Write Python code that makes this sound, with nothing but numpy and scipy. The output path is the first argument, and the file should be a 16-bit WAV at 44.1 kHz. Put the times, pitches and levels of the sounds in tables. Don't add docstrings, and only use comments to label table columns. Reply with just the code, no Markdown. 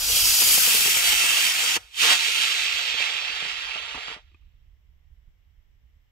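import sys
import numpy as np
from scipy import signal
from scipy.io import wavfile
from scipy.ndimage import uniform_filter1d

SR = 44100
rng = np.random.default_rng(int(sys.argv[2]) if len(sys.argv) > 2 else 0)


def store_pcm(level_fs):
    pcm = np.round(np.clip(level_fs, -1, 1) * 32767).astype(np.int16)
    wavfile.write(sys.argv[1], SR, np.atleast_2d(pcm).T)


def attenuation_scalar(level_db):
    decades = np.asarray(level_db, float) / 20
    return 10 ** decades


N = 269563

# time_s, thrust_db
BOOST = [(0, -32.5), (.164, -26.5), (.368, -25.5), (.498, -23.5), (.726, -23), (1.066, -23), (1.768, -23.5),
         (1.788, -60), (1.83, -110)]
# time_s, thrust_db
SUSTAIN = [(1.8, -110), (1.93, -50.5), (1.986, -26.5), (2.024, -18.5), (2.12, -16), (2.184, -25),
           (2.4, -24), (3.544, -31), (4.138, -38)]
# peak_s, extra_db
SURGES = [(.56, 0), (.822, -0.5), (1.066, 2), (1.39, 1), (1.6, 1), (2.065, 0), (2.4, 2), (2.8, 2),
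          (3.004, 4), (3.608, 1.5), (4.1, 2.5)]
# start_s, level_db, fall_db_per_s, body_db
AFTER = [
    (1.78, -47.5, 85.5, -6),
    (4.2, -62.5, 47, -12),
]
# freq_hz, density_db_per_hz
JET_SPECTRUM = [(60, -41.5), (200, -26), (500, -22), (1200, -15.5), (1800, -8), (2700, 0), (3600, -2),
                (4500, -6), (7400, -9.5), (8800, -12.5), (11500, -9.5), (13800, -18), (15200, -15.5),
                (16000, -21.5)]
# time_s, distance_m
RANGE = [(0, 34.6), (.5, 27), (1.2, 71.6), (2.3, 105), (3.2, 167), (4.15, 185), (4.4, 210)]
# start_s, peak_db, pitch_hz, puff_ms
POPS = [(.417, -25, 1200, 15), (0.577, -27, 395, 12), (.675, -30.5, 600, 15), (.745, -34.5, 400, 11),
        (0.857, -30, 600, 11), (.879, -29.5, 600, 6.7), (.964, -30.5, 550, 14), (1.125, -30.5, 600, 16),
        (1.239, -34, 400, 8.1), (1.763, -21, 1100, 14.6), (2.942, -38, 500, 11), (3.004, -35.5, 410, 8.1),
        (3.152, -43, 350, 8.4), (3.299, -48, 250, 16), (3.424, -36, 603, 6.4), (3.453, -36.5, 450, 12),
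        (3.756, -30, 900, 10.5), (3.799, -41, 800, 5), (3.946, -26, 990, 14), (3.975, -34, 616, 7.5),
        (4.082, -25.5, 1400, 2.4), (4.102, -25.5, 1400, 1.6), (4.115, -30, 1300, 2.1),
        (4.164, -43, 500, 10)]
# time_s, near_echo_ms, far_echo_ms
FLIGHT = [(0, 1.1, 1.6), (.2, 1.8, 2.6), (.6, 3.8, 5.2), (.9, 5.4, 7.5), (1.1, 5.9, 8.6), (1.5, 6.3, 10.0),
          (2.0, 6.6, 10.9), (2.5, 6.85, 11.25), (2.8, 6.93, 11.35), (3.5, 6.8, 11.7), (4.2, 6.68, 11.7)]
# freq_hz, low_left_minus_right_db, low_mean_db, overhead_left_minus_right_db, overhead_mean_db
SHADE = [(168.5, 2, 2.5, 1, 1.5), (980, 0, 2.5, 0, -0.5), (1400, 6, 1, 1.5, 2.5), (1770, 6, -3, -3, 0),
         (2710, -8.5, -1.5, -13, -0.18), (3330, -3.5, 0, -9, 0.37), (3880, -1, -1, -6.5, -2.5),
         (4770, -5.5, 8, 1, 0.02), (5658, -1.5, 3, 7.5, -0.65), (8200, 3, 1, 10, 0.9),
         (9110, 5, -3, 3, -1.5), (12300, -3, 0, -1, 0), (13330, 2.5, 2.5, 0.5, 0.37),
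         (14500, 13, 0.5, 16.5, -0.5)]
# freq_hz, right_phase_rad, likeness_0_1
LINK_LOW = [(170, 0, .94), (1030, -.1, .96), (1380, -.8, .75), (1720, 1.3, .65), (2580, .4, .75),
            (3100, -.7, .8), (3620, -1.4, .3), (4300, -2.5, .15), (4820, -5.3, .65), (5680, -6.2, .7),
            (8600, -6.4, .6), (12000, -8.1, .6), (13400, -8.8, .35), (15000, -8.4, .45)]
# freq_hz, right_phase_rad, likeness_0_1
LINK_HIGH = [(170, 0, .93), (1030, -.7, .96), (1370, -1.3, .75), (1560, -3.1, .1), (1800, -4.8, .45),
             (2580, -6.6, .95), (3100, -8.4, .9), (3620, -10.2, .55), (4900, -13.6, .75),
             (7600, -12.9, .65), (9650, -13.7, .65), (11200, -15.7, .92), (13400, -18.5, .65),
             (14500, -21.5, .35)]
# delay_ms, level_db
HOLDER = [
    [(1.3, -17), (2.35, -18), (4.5, -18)],
    [(1.55, -18), (2.2, -19), (4.2, -16)],
]
# start_s, peak_db, side_mode_gain_db
TICKS = [(4.3166, -53, 3), (4.3457, -43.5, 1), (4.4214, -55, -17)]
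# freq_hz, level_db, t60_s
CASE_MODES = [(350, 3, 0.047), (1223, 1, 0.04), (2110, 0, 0.03), (2500, 6.5, .03), (7560, -23, .015)]
# time_s, level_db, left_minus_right_db
WIND = [(0, -43, 12), (.3, -59, 1), (.66, -69, -9), (1.1, -60, -4), (1.5, -65, -3.5), (3.2, -67.5, -9),
        (4.1, -61, -5), (4.4, -56, -8.5), (5.4, -57.5, -11.5), (5.95, -57.5, -8.5), (6.11, -65, -5)]
# peak_s, peak_db
BUFFETS = [(.12, -38), (.24, -36), (.5, -42.5), (.6, -49), (.8, -51.5), (.98, -59), (1.12, -47),
           (1.788, -50.5), (2.36, -61), (2.75, -56), (2.94, -57), (3.33, -55), (3.57, -51), (3.82, -50),
           (3.98, -53.5), (4.24, -58.5), (4.47, -53), (5.11, -48.5), (5.27, -52.5)]
# freq_hz, density_db_per_hz
WIND_SPECTRUM = [(8, -43), (15, -5.5), (37, -4), (57, -2.5), (73, -4.5), (107, -18.5), (140, -24),
                 (190, -33), (300, -48.5), (420, -84), (660, -120)]
# freq_hz, density_db_per_hz
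AIR_SPECTRUM = [(150, -39.5), (250, -2.5), (450, -6.5), (660, -7.5), (1200, -8.5), (1500, -9.5), (2090, -2),
                (2500, -9.5), (3000, -5), (4400, -17.5), (5700, -15), (6800, -25.5), (7570, -18.5),
                (9300, -44), (11900, -20.5), (16000, -22)]
# freq_hz, left_minus_right_db
AIR_PAN = [(250, -2.5), (480, 6), (950, 2.5), (1900, -0.5), (3300, -5.5), (5700, 8.5), (7500, 11.5),
           (9000, 0.5), (12000, 13), (15000, 12)]
# freq_hz, db_re_loudest_band
MASK = [(6000, -50), (9300, -29), (11500, -31), (13500, -31), (14300, -24), (16000, -24)]
# time_s, middle_hz, half_width_hz
SKIPPED = [(1.95, 10900, 0), (2.02, 10900, 450), (2.2, 11500, 400), (2.6, 11200, 250), (2.7, 10300, 600),
           (3.2, 10100, 400), (3.4, 9950, 150), (4.15, 9950, 120), (4.2, 9950, 0)]

SURGE_RISE_S, SURGE_FADE_S = 0.019, 0.14
AFTER_THIN_DB_PER_S, AFTER_THIN_DB = 130, 10
BODY_DB = -20.5
WEAK_DB, WEAK_SHARE, HARD_DB, HARD_SHARE = -24.5, 1, -26, 1
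HANDOVER_S, SPIKE_S = 1.86, 2.024
CUT_DB_PER_S, CUT_BODY_SHARE = 340.5, 0.45
NOZZLE_HZ, NOZZLE_OCTAVES, NOZZLE_DB = 3900, 0.28, 3.5
PLUME_LOW_HZ = 261
TREBLE_DB, AIR_DB_PER_M = 4, 0.1171
PUSH_HZ, PUSH_DB = 179, -15.5
HORIZON_MS, OVERHEAD_MS = 1.4, 6.1
VEER_S, VEER_US_PER_S, VEER_US = 2.35, 27, 40
CASE_MIDDLE_HZ = 1233
BUFFET_RISE_DB_PER_S, BUFFET_FADE_DB_PER_S = 249, 151
AIR_DB = -82
EDGE_HZ = 15700


def evened(x):
    return x / np.sqrt(np.mean(x ** 2) + 1e-20)


def read(points, hz):
    f, *columns = np.transpose(points)
    return np.array([np.interp(np.log(hz + 1), np.log(f + 1), c) for c in columns])


def follow(rows, t):
    s, *columns = np.transpose(rows)
    return np.array([np.interp(t, s, c) for c in columns])


def add(mix, s, sound):
    part = mix[round(s * SR):][:len(sound)]
    part += sound[:len(part)]


def drift(shape, width):
    noise = rng.standard_normal(shape)
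    once = uniform_filter1d(noise, int(width) + 1)
    return evened(uniform_filter1d(once, int(width) + 1))


def shaped(x, gain, size):
    overlap = size * 3 // 4
    hz, t, z = signal.stft(x, SR, nperseg=size, noverlap=overlap)
    return signal.istft(z * gain(hz[:, None], t), SR, nperseg=size, noverlap=overlap)[1][..., :N]


def plume_body_db(thrust_db):
    weak_db = WEAK_SHARE * np.clip(WEAK_DB - thrust_db, 0, 11)
    hard_db = HARD_SHARE * np.maximum(thrust_db - HARD_DB, 0)
    return BODY_DB + weak_db + hard_db


def burn(t):
    surge_db = 0
    for s, db in SURGES:
        surge_db = surge_db + db * np.exp(-np.maximum((s - t) / SURGE_RISE_S, (t - s) / SURGE_FADE_S))
    cut_db = CUT_DB_PER_S * np.maximum(t - SUSTAIN[-1][0], 0)
    first_db, second_db = follow(BOOST, t)[0], follow(SUSTAIN, t)[0]
    levels_db = [first_db + surge_db, second_db + surge_db - cut_db]
    second_body_db = plume_body_db(second_db) + np.minimum(CUT_BODY_SHARE * cut_db, 8)
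    bodies_db = [plume_body_db(first_db), np.where(t < SPIKE_S, BODY_DB - 0.5, second_body_db)]
    for s, db, fall_db_per_s, body_db in AFTER:
        levels_db.append(np.where(t < s, -200, db - fall_db_per_s * (t - s)))
        bodies_db.append(body_db - np.clip(AFTER_THIN_DB_PER_S * (t - s - .05), 0, AFTER_THIN_DB))
    power = attenuation_scalar(levels_db) ** 2
    total = power.sum(0)
    return 10 * np.log10(total), (power * bodies_db).sum(0) / total


def jet_gain(hz, t):
    thrust_db, body_db = burn(t)
    treble_db = TREBLE_DB - AIR_DB_PER_M * follow(RANGE, t)[0]
    above = np.clip((hz - 2800) / 4000, 0, 2.3) ** 0.93
    below = np.clip(np.log(2600 / (hz + 1)) / np.log(3.5), 0, 1.1)
    below = below / (1 + (PLUME_LOW_HZ / (hz + 1)) ** 4)
    rumble = 1.7 / (1 + (hz / 300) ** 4)
    nozzle = np.exp(-(np.log2((hz + 1) / NOZZLE_HZ) / NOZZLE_OCTAVES) ** 2)
    nozzle_db = NOZZLE_DB * nozzle * ((t > HANDOVER_S) - .4)
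    shape_db = read(JET_SPECTRUM, hz)[0]
    core_db = shape_db[(hz > 1500) & (hz < 6000)]
    band_db = 10 * np.log10(np.sum(attenuation_scalar(core_db) ** 2) / len(hz))
    level_db = shape_db - band_db + thrust_db + nozzle_db + 2.5
    return attenuation_scalar(level_db + (above + rumble) * (treble_db + 4.5) + below * (body_db + 17.0))


def jet():
    sputter_db = .45 * drift(N, 2000) + 0.48 * drift(N, 350) + 0.78 * drift(N, 40)
    crackle_db = 3.36 * np.minimum(rng.exponential(1, (2, N)), 4)
    crackle = (rng.random((2, N)) < 900 / SR) * attenuation_scalar(crackle_db)
    raw = rng.standard_normal((2, N)) + 0.41 * crackle
    return shaped(evened(raw * attenuation_scalar(sputter_db)), jet_gain, size=256)


def cycle(t, hz):
    phase = t * hz * 2 * np.pi - 3
    return -phase * np.exp(-phase ** 2 / 2)


def pops():
    out, t = np.zeros(N), np.arange(2000) / SR
    for s, db, hz, ms in POPS:
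        dull = signal.butter(2, [0.18 * hz, 2.1 * hz], "band", fs=SR)
        puff = evened(signal.lfilter(*dull, rng.standard_normal(len(t))))
        puff = puff * np.minimum(t * hz, 1) * np.exp(-(t * 1000 / ms) ** 4)
        shove = attenuation_scalar(PUSH_DB) * cycle(t, PUSH_HZ)
        add(out, s, attenuation_scalar(db) * (1.8 * cycle(t, hz) + 0.71 * shove + 0.51 * puff))
    return out


def shimmer(hz, t):
    patches = uniform_filter1d(drift((len(hz), len(t)), 22), 4, axis=0)
    return attenuation_scalar(1.5 * evened(patches))


def flight(t):
    near_ms, far_ms = follow(FLIGHT, t)
    up = np.clip((near_ms - HORIZON_MS) / (OVERHEAD_MS - HORIZON_MS), 0, 1)
    lag_us = np.clip((t - VEER_S) * VEER_US_PER_S, 0, VEER_US)
    return up ** 2 * (3 - 2 * up), near_ms, far_ms, lag_us


def ground(x, later_ms, near_db, far_db):
    n = np.arange(N)
    height, near_ms, far_ms, _ = flight(n / SR)
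    soft = signal.lfilter(*signal.butter(1, 12000, fs=SR), x) * (.45 + .55 * height)
    near = np.interp(n - (near_ms + later_ms) * SR / 1000, n, soft)
    far = np.interp(n - far_ms * SR / 1000, n, soft)
    return x + attenuation_scalar(near_db) * near + attenuation_scalar(far_db) * far


def port_gain(hz, t):
    height, _, _, lag_us = flight(t)
    pan_low, mean_low, pan_high, mean_high = read(SHADE, hz)
    ratio = attenuation_scalar(-(pan_low + height * (pan_high - pan_low)))
    share = attenuation_scalar(mean_low + height * (mean_high - mean_low)) * np.sqrt(2 / (1 + ratio ** 2))
    phase_low, like_low = read(LINK_LOW, hz)
    phase_high, like_high = read(LINK_HIGH, hz)
    low = like_low * np.exp(1j * phase_low)
    high = like_high * np.exp(1j * phase_high)
    link = (low + height * (high - low)) * np.exp(-2j * np.pi * hz * lag_us / 10 ** 6)
    return np.array([share, share * ratio * link, share * ratio * np.sqrt(1 - abs(link) ** 2)])


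def ports(left, right, scattered):
    a, b, c = shaped(np.array([left, right, scattered]), port_gain, size=512)
    return np.array([a, b + c])


def holder(x):
    taps = np.zeros((2, 256))
    taps[:, 0] = 1
    for port, rows in enumerate(HOLDER):
        for ms, db in rows:
            taps[port, round(ms * SR / 1000)] = attenuation_scalar(db)
    return signal.oaconvolve(x, taps, axes=1)[:, :N]


def ticks():
    out, t = np.zeros(N), np.arange(3000) / SR
    for s, db, side_gain_db in TICKS:
        ring = np.zeros(len(t))
        for hz, mode_db, t60_s in CASE_MODES:
            side_db = side_gain_db * (abs(hz / CASE_MIDDLE_HZ - 1) > .1)
            ring += attenuation_scalar(mode_db + side_db - 60 * t / t60_s) * np.sin(2 * np.pi * hz * t)
        clump = 0.37 * rng.standard_normal(200) * (rng.random(200) < .01) + signal.unit_impulse(200)
        add(out, s, attenuation_scalar(db - 17) * np.convolve(clump, ring))
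    return out * attenuation_scalar(np.array([[1.5], [-1.5]]))


def wind():
    t = np.arange(N) / SR
    level_db, pan_db = follow(WIND, t)
    power = attenuation_scalar(level_db) ** 2
    for s, db in BUFFETS:
        near = slice(max(round((s - .3) * SR), 0), round((s + .4) * SR))
        rise_db = (s - t[near]) * BUFFET_RISE_DB_PER_S
        fade_db = (t[near] - s) * BUFFET_FADE_DB_PER_S
        power[near] += attenuation_scalar(db - np.maximum(rise_db, fade_db)) ** 2
    colour = lambda hz, t: attenuation_scalar(read(WIND_SPECTRUM, hz)[0])
    a, b = evened(shaped(rng.standard_normal((2, N)), colour, size=4096))
    lumps = np.sqrt(power) * attenuation_scalar(2.0 * drift(N, 900))
    return lumps * np.array([a * attenuation_scalar(pan_db / 2), (0.63 * a + .5 * b) * attenuation_scalar(-pan_db / 2)])


def air():
    side = np.array([.5, -.5])[:, None, None]
    colour = lambda hz, t: attenuation_scalar(read(AIR_SPECTRUM, hz)[0] + side * read(AIR_PAN, hz)[0])
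    return attenuation_scalar(AIR_DB + 6.5) * evened(shaped(rng.standard_normal((2, N)), colour, size=512))


def thinned(x):
    hz, t, z = signal.stft(x, SR, nperseg=2048, noverlap=1024)
    power = abs(z) ** 2
    power_db = 10 * np.log10(abs(uniform_filter1d(power, 5, axis=1)) + 1e-20)
    band_db = 10 * np.log10(abs(uniform_filter1d(power, 32, axis=1)) + 1e-20)
    limit_db = band_db[:, 40:].max(1, keepdims=True) + read(MASK, hz[:, None])[0]
    whole = np.array([hz > 15300, hz > 14000])[..., None]
    limit_db = np.minimum(limit_db, band_db + np.where(whole, 9, -.5))
    middle_hz, half_hz = follow(SKIPPED, t)
    ragged_hz = half_hz * np.clip(1 + .6 * drift(len(t), 2), 0, 2)
    kept = (abs(hz[:, None] - middle_hz) >= ragged_hz) * (power_db > limit_db)
    return signal.istft(z * kept, SR, nperseg=2048, noverlap=1024)[1][:, :N]


def scene():
    shared, scattered = jet()
    shared = shaped(shared, shimmer, size=512) + pops()
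    left = ground(shared, later_ms=0, near_db=-8, far_db=-13)
    right = ground(shared, later_ms=-.08, near_db=-9, far_db=-17)
    slanted = ground(scattered, later_ms=-2.5, near_db=-11, far_db=-20)
    rocket = holder(ports(left, right, slanted))
    return 0.84 * rocket + ticks() + wind() + air()


def roll_off(x):
    return signal.sosfilt(signal.butter(12, 16950, fs=SR, output="sos"), x)


def record(dry):
    edge = signal.firwin(1023, EDGE_HZ, window=("kaiser", 9), fs=SR)
    limited = signal.oaconvolve(dry, edge[None], "same")
    return roll_off(thinned(limited))


dry = scene()
out = record(dry)
store_pcm(out)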